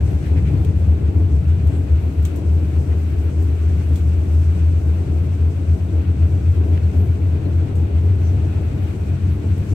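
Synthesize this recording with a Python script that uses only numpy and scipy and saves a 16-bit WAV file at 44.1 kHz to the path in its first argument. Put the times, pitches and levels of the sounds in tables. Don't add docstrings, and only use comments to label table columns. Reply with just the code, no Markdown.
import sys
import numpy as np
from scipy import signal
from scipy.fft import rfft, irfft, next_fast_len
from scipy.io import wavfile

SR = 44100
rng = np.random.default_rng(int(sys.argv[2]) if len(sys.argv) > 2 else 0)


def to_wav(s):
    ch = np.atleast_2d(s).T
    pcm = np.round(np.clip(ch, -1, 1) * 32767)
    wavfile.write(sys.argv[1], SR, pcm.astype(np.int16))


N = 429534
TIME = np.arange(N) / SR


def amp(db):
    return 10 ** (np.asarray(db) / 20)


def at_hz(points, hz):
    points_hz, values = np.transpose(points)
    return np.interp(np.log(hz + 1), np.log(points_hz + 1), values)


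def curve(rows):
    return np.interp(TIME, *np.transpose(rows))


def swing(rows):
    level_db = curve(rows)
    return level_db - level_db.mean()


def drift(rate_hz, points=2048):
    hz = np.fft.rfftfreq(points, TIME[-1] / points)
    slow = irfft(rfft(rng.standard_normal(points)) * np.exp(-(hz / rate_hz) ** 2))
    slow /= np.sqrt(np.mean(slow ** 2) + 1e-20)
    return np.interp(TIME, np.linspace(0, TIME[-1], points), slow)


def add(mix, start_s, sound):
    part = mix[:, max(round(start_s * SR), 0):][:, :sound.shape[1]]
    part += sound[:, :part.shape[1]]


# frequency_hz, correlation
MIC_LIKENESS = [(40, .98), (85, .992), (135, .96), (250, .87), (400, .58), (650, .5), (1000, .05),
                (2000, .05), (8000, 0)]
# frequency_hz, left_minus_right_db
MIC_BALANCE = [(60, 1), (99, 3.5), (160, 2), (270, 5), (450, 5.5), (740, 4), (1220, 2.5), (2010, 2.5),
               (3330, 5), (5500, -0.5), (9080, 4), (15000, 1.5)]

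def cabin_noise(colour, size=N):
    length = next_fast_len(size, True)
    hz = np.fft.rfftfreq(length, 1 / SR)
    left, other = rfft(rng.standard_normal((2, length)))
    likeness, lean_db = np.clip(at_hz(MIC_LIKENESS, hz), -1, 1), at_hz(MIC_BALANCE, hz)
    right = likeness * left + np.sqrt(1 - likeness ** 2) * other
    spectra = np.array([left * amp(lean_db / 2), right * amp(-lean_db / 2)])
    pair = irfft(spectra * amp(colour(hz)), length)[:, :size]
    return pair / pair.mean(0).std()


def bed(spectrum, level_db, flutter_db, flutter_hz):
    top_hz = spectrum[-1][0]
    noise = cabin_noise(lambda hz: at_hz(spectrum, hz) - 60 * np.log2(np.maximum(hz / top_hz, 1)))
    return noise * amp(level_db + flutter_db * drift(flutter_hz))


def traction_whine(pitch_hz=9430, level_db=-87.5):
    return np.sqrt(2) * amp(level_db + 2.3 * drift(3)) * np.sin(2 * np.pi * pitch_hz * TIME + drift(6))


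# time_s, relative_db
TREBLE_SWELL = [(0.0, -58), (1.27, -62), (2.79, -59), (3.99, -58), (5.67, -61), (6.94, -60.5), (7.3, -62),
                (9.74, -59)]
# frequency_hz, relative_density_db
HISS_COLOUR = [(2710, -22.5), (4600, -3.5), (5190, -1.5), (5900, 0), (7170, -2.5), (8060, 1), (8460, 0),
               (9600, -14), (12500, -42), (21100, -120)]
RUSTLE_COLOUR = [(5650, -34), (9600, -5.5), (11600, 0.5), (15100, -5), (15800, -7)]

def cabin_air(hiss_db=-61, rustle_db=-67.4):
    swell_db = swing(TREBLE_SWELL)
    hiss = bed(HISS_COLOUR, hiss_db + .9 * swell_db, flutter_db=1.2, flutter_hz=18)
    rustle = bed(RUSTLE_COLOUR, rustle_db + 1.05 * swell_db, flutter_db=1.4, flutter_hz=12)
    return hiss + rustle


def fittings_chatter(per_s=60, base_db=-61, spread_db=2.5, ring_t60_s=.036):
    out, t = np.zeros((2, N)), np.arange(SR // 20) / SR
    for when, pitch, softness, left_phase, right_phase in rng.random((round(per_s * N / SR), 5)):
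        hz = 1400 * 3.2 ** pitch
        cycles = hz * t + np.array([[left_phase], [right_phase]])
        ring = np.sin(2 * np.pi * cycles) * amp(-60 * t / ring_t60_s)
        level_db = base_db - spread_db * np.log(softness + .02) + 9 * (1 - pitch)
        add(out, when * TIME[-1], ring * amp(level_db))
    return out


# peak_s, level_db, length_s, centre_hz, width_octaves
SEAT_RUBS = [(0.263, -49, .066, 2000, .45), (0.378, -45.5, 0.043, 2000, 0.25),
             (0.477, -47, 0.064, 2150, 0.24), (.579, -58, .016, 4300, .03), (1.757, -59, .1, 8000, 0.11),
             (2.922, -53, 0.023, 1990, 0.065), (6.755, -51, 0.065, 2190, .4), (6.84, -58, .016, 4250, .03),
             (7.02, -60.5, 0.19, 13000, .3), (7.462, -56.5, .025, 4200, .03),
             (8.27, -58, 0.097, 5900, 0.12), (9.707, -54.5, .07, 6460, 0.32)]

def rubs_and_chirps():
    out, t = np.zeros((2, N)), np.arange(-SR // 8, SR // 8) / SR
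    for peak_s, level_db, length_s, centre_hz, width_octaves in SEAT_RUBS:
        def band_db(hz):
            return -10 * np.log10(1 + abs(np.log2((hz + 1) / centre_hz) / width_octaves) ** 3)
        swell = np.exp(-(2 * t / length_s) ** 2)
        add(out, peak_s + t[0], cabin_noise(band_db, len(t)) * amp(level_db) * swell)
    return out


# start_s, level_db, ring_t60_s, treble_tilt_db_per_octave
TRIM_TICKS = [(0.648, -47, .025, -1), (1.6715, -53.5, .16, -1), (2.2274, -53, .1, 8),
              (2.2515, -40.5, 0.12, -0.5), (2.36, -49.5, 0.15, 5), (3.4247, -53, 0.11, 7),
              (3.958, -48, 0.26, 0), (6.776, -44.5, .045, -21), (7.755, -53.5, .18, 1),
              (9.5812, -53, .04, 12)]
# frequency_hz, relative_density_db
TRIM_COLOUR = [(700, -8), (1600, -3), (3200, 2), (5200, -5.5), (6500, 0.5), (8400, 2.5), (9600, -12.5),
               (12500, -3), (15500, -9)]

def trim_ticks(snap_db=5, snap_t60_s=.027, cabin_db=-13, cabin_t60_s=.25):
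    out, t = np.zeros((2, N)), np.arange(SR // 4) / SR
    for start_s, level_db, ring_t60_s, tilt in TRIM_TICKS:
        def colour_db(hz):
            return at_hz(TRIM_COLOUR, hz) + tilt * np.log2(np.maximum(hz, 2500) / 8000)
        stages_db = [snap_db - 60 * t / snap_t60_s, -60 * t / ring_t60_s, cabin_db - 60 * t / cabin_t60_s]
        decay = np.linalg.norm(amp(stages_db), axis=0)
        add(out, start_s, cabin_noise(colour_db, len(t)) * amp(level_db) * decay)
    return out


# time_s, wheel_turns_per_s
WHEEL_SPEED = [(0, 3.206), (.85, 3.431), (1.8, 3.563), (4.3, 3.711), (5.3, 3.804), (7.6, 4.256),
               (8.6, 4.42), (9.74, 4.48)]
# time_s, relative_db
RAIL_ROUGHNESS = [(0.0, -31.5), (0.5, -30.5), (1.1, -32), (1.6, -32), (2.3, -33), (5.3, -33.5), (6.6, -33),
                  (8.6, -32), (9.74, -34)]
# frequency_hz, relative_density_db
RUMBLE_COLOUR = [(15, -43), (32, -22), (43, -24), (55, -15), (68, -8.5), (82, -3), (95, -1), (108, -11),
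                 (120, -12.5), (135, -6), (155, -18.5), (175, -12.5), (230, -26), (290, -45)]
ROAR_COLOUR = [(140, -34), (230, -7.5), (269, -0.5), (307, 0.5), (345, -4.5), (404, -5.5), (553, -16.5),
               (626, -15), (1100, -27.5), (1430, -55.5), (2420, -120)]
ROLLING_COLOUR = [(650, -31.5), (1100, -2.5), (1460, 0.5), (1770, -5), (2530, -2.5), (3230, -10),
                  (4600, -14.5), (5980, -46.5), (10100, -120)]

def rails(cruise_turns_per_s=3.8):
    rough_db = swing(RAIL_ROUGHNESS)
    speed_doublings = np.log2(curve(WHEEL_SPEED) / cruise_turns_per_s)
    rumble_db = -22.5 + 1.53 * rough_db
    roar_db = -33.5 + .9 * rough_db + 3 * speed_doublings
    rolling_db = -51.5 + .45 * rough_db + 4.5 * speed_doublings + .4 * swing(TREBLE_SWELL)
    rumble = bed(RUMBLE_COLOUR, rumble_db, flutter_db=1, flutter_hz=3.2)
    roar = bed(ROAR_COLOUR, roar_db, flutter_db=1.36, flutter_hz=10)
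    rolling = bed(ROLLING_COLOUR, rolling_db, flutter_db=1.1, flutter_hz=14)
    return rumble + roar + rolling


# frequency_hz, gain_db
BODY_RESPONSE = [(45, -24.5), (60, -17), (70, -10), (76, -4), (82, 1), (89, -5), (95, -6.5), (105, -20),
                 (125, -16)]

def tread_ripple(waves, level_db, phase_cycles, waver_db, creep_rad, phase_at_s=.129):
    hz = waves * curve(WHEEL_SPEED)
    cycles = np.cumsum(hz) / SR
    cycles -= np.interp(phase_at_s, TIME, cycles)
    angle = 2 * np.pi * (cycles + phase_cycles) + creep_rad * drift(2.1)
    boom_db = level_db + at_hz(BODY_RESPONSE, hz) + waver_db * drift(1.6)
    return np.sqrt(2) * amp(boom_db) * np.cos(angle)


DEEP_WEAR = [(22, 1), (20, 1.0032)]
SHALLOW_WEAR = [16, 17, 18, 19, 21, 23, 24, 25, 45, 47]
DEEP_DRIVE = [-17, -18]
SHALLOW_DRIVE = [-29, -25, -33, -27.5, -25.5, -25.5, -26, -29, -28, -25.5]
# time_s, gain_db
WHEEL_LOAD = [(0, 1.5), (2, 1.5), (2.7, -1.5), (4.5, 0.2), (5.2, -4), (6.8, 2), (7.4, -2), (8.1, 3),
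              (8.9, -6), (9.4, 2.5), (9.74, -2)]

def wheels():
    deep = sum(tread_ripple(waves * speed, level_db, 0, waver_db=1.2, creep_rad=.19)
               for (waves, speed), level_db in zip(DEEP_WEAR, DEEP_DRIVE))
    shallow = sum(tread_ripple(waves, level_db, rng.random(), waver_db=3, creep_rad=.44)
                  for waves, level_db in zip(SHALLOW_WEAR, SHALLOW_DRIVE))
    mic_gains = amp([[.95], [-1.05]])
    return (deep + shallow) * amp(curve(WHEEL_LOAD)) * mic_gains


def scene():
    running = wheels() + rails() + cabin_air() + traction_whine()
    return running + trim_ticks() + rubs_and_chirps() + fittings_chatter()


def record(dry):
    fades = signal.windows.tukey(N, .002)
    lowpass = signal.firwin(511, 15850, window=("kaiser", 9), fs=SR)
    return signal.oaconvolve(dry * fades, lowpass[None], "same")


dry = scene()
out = record(dry)
to_wav(out)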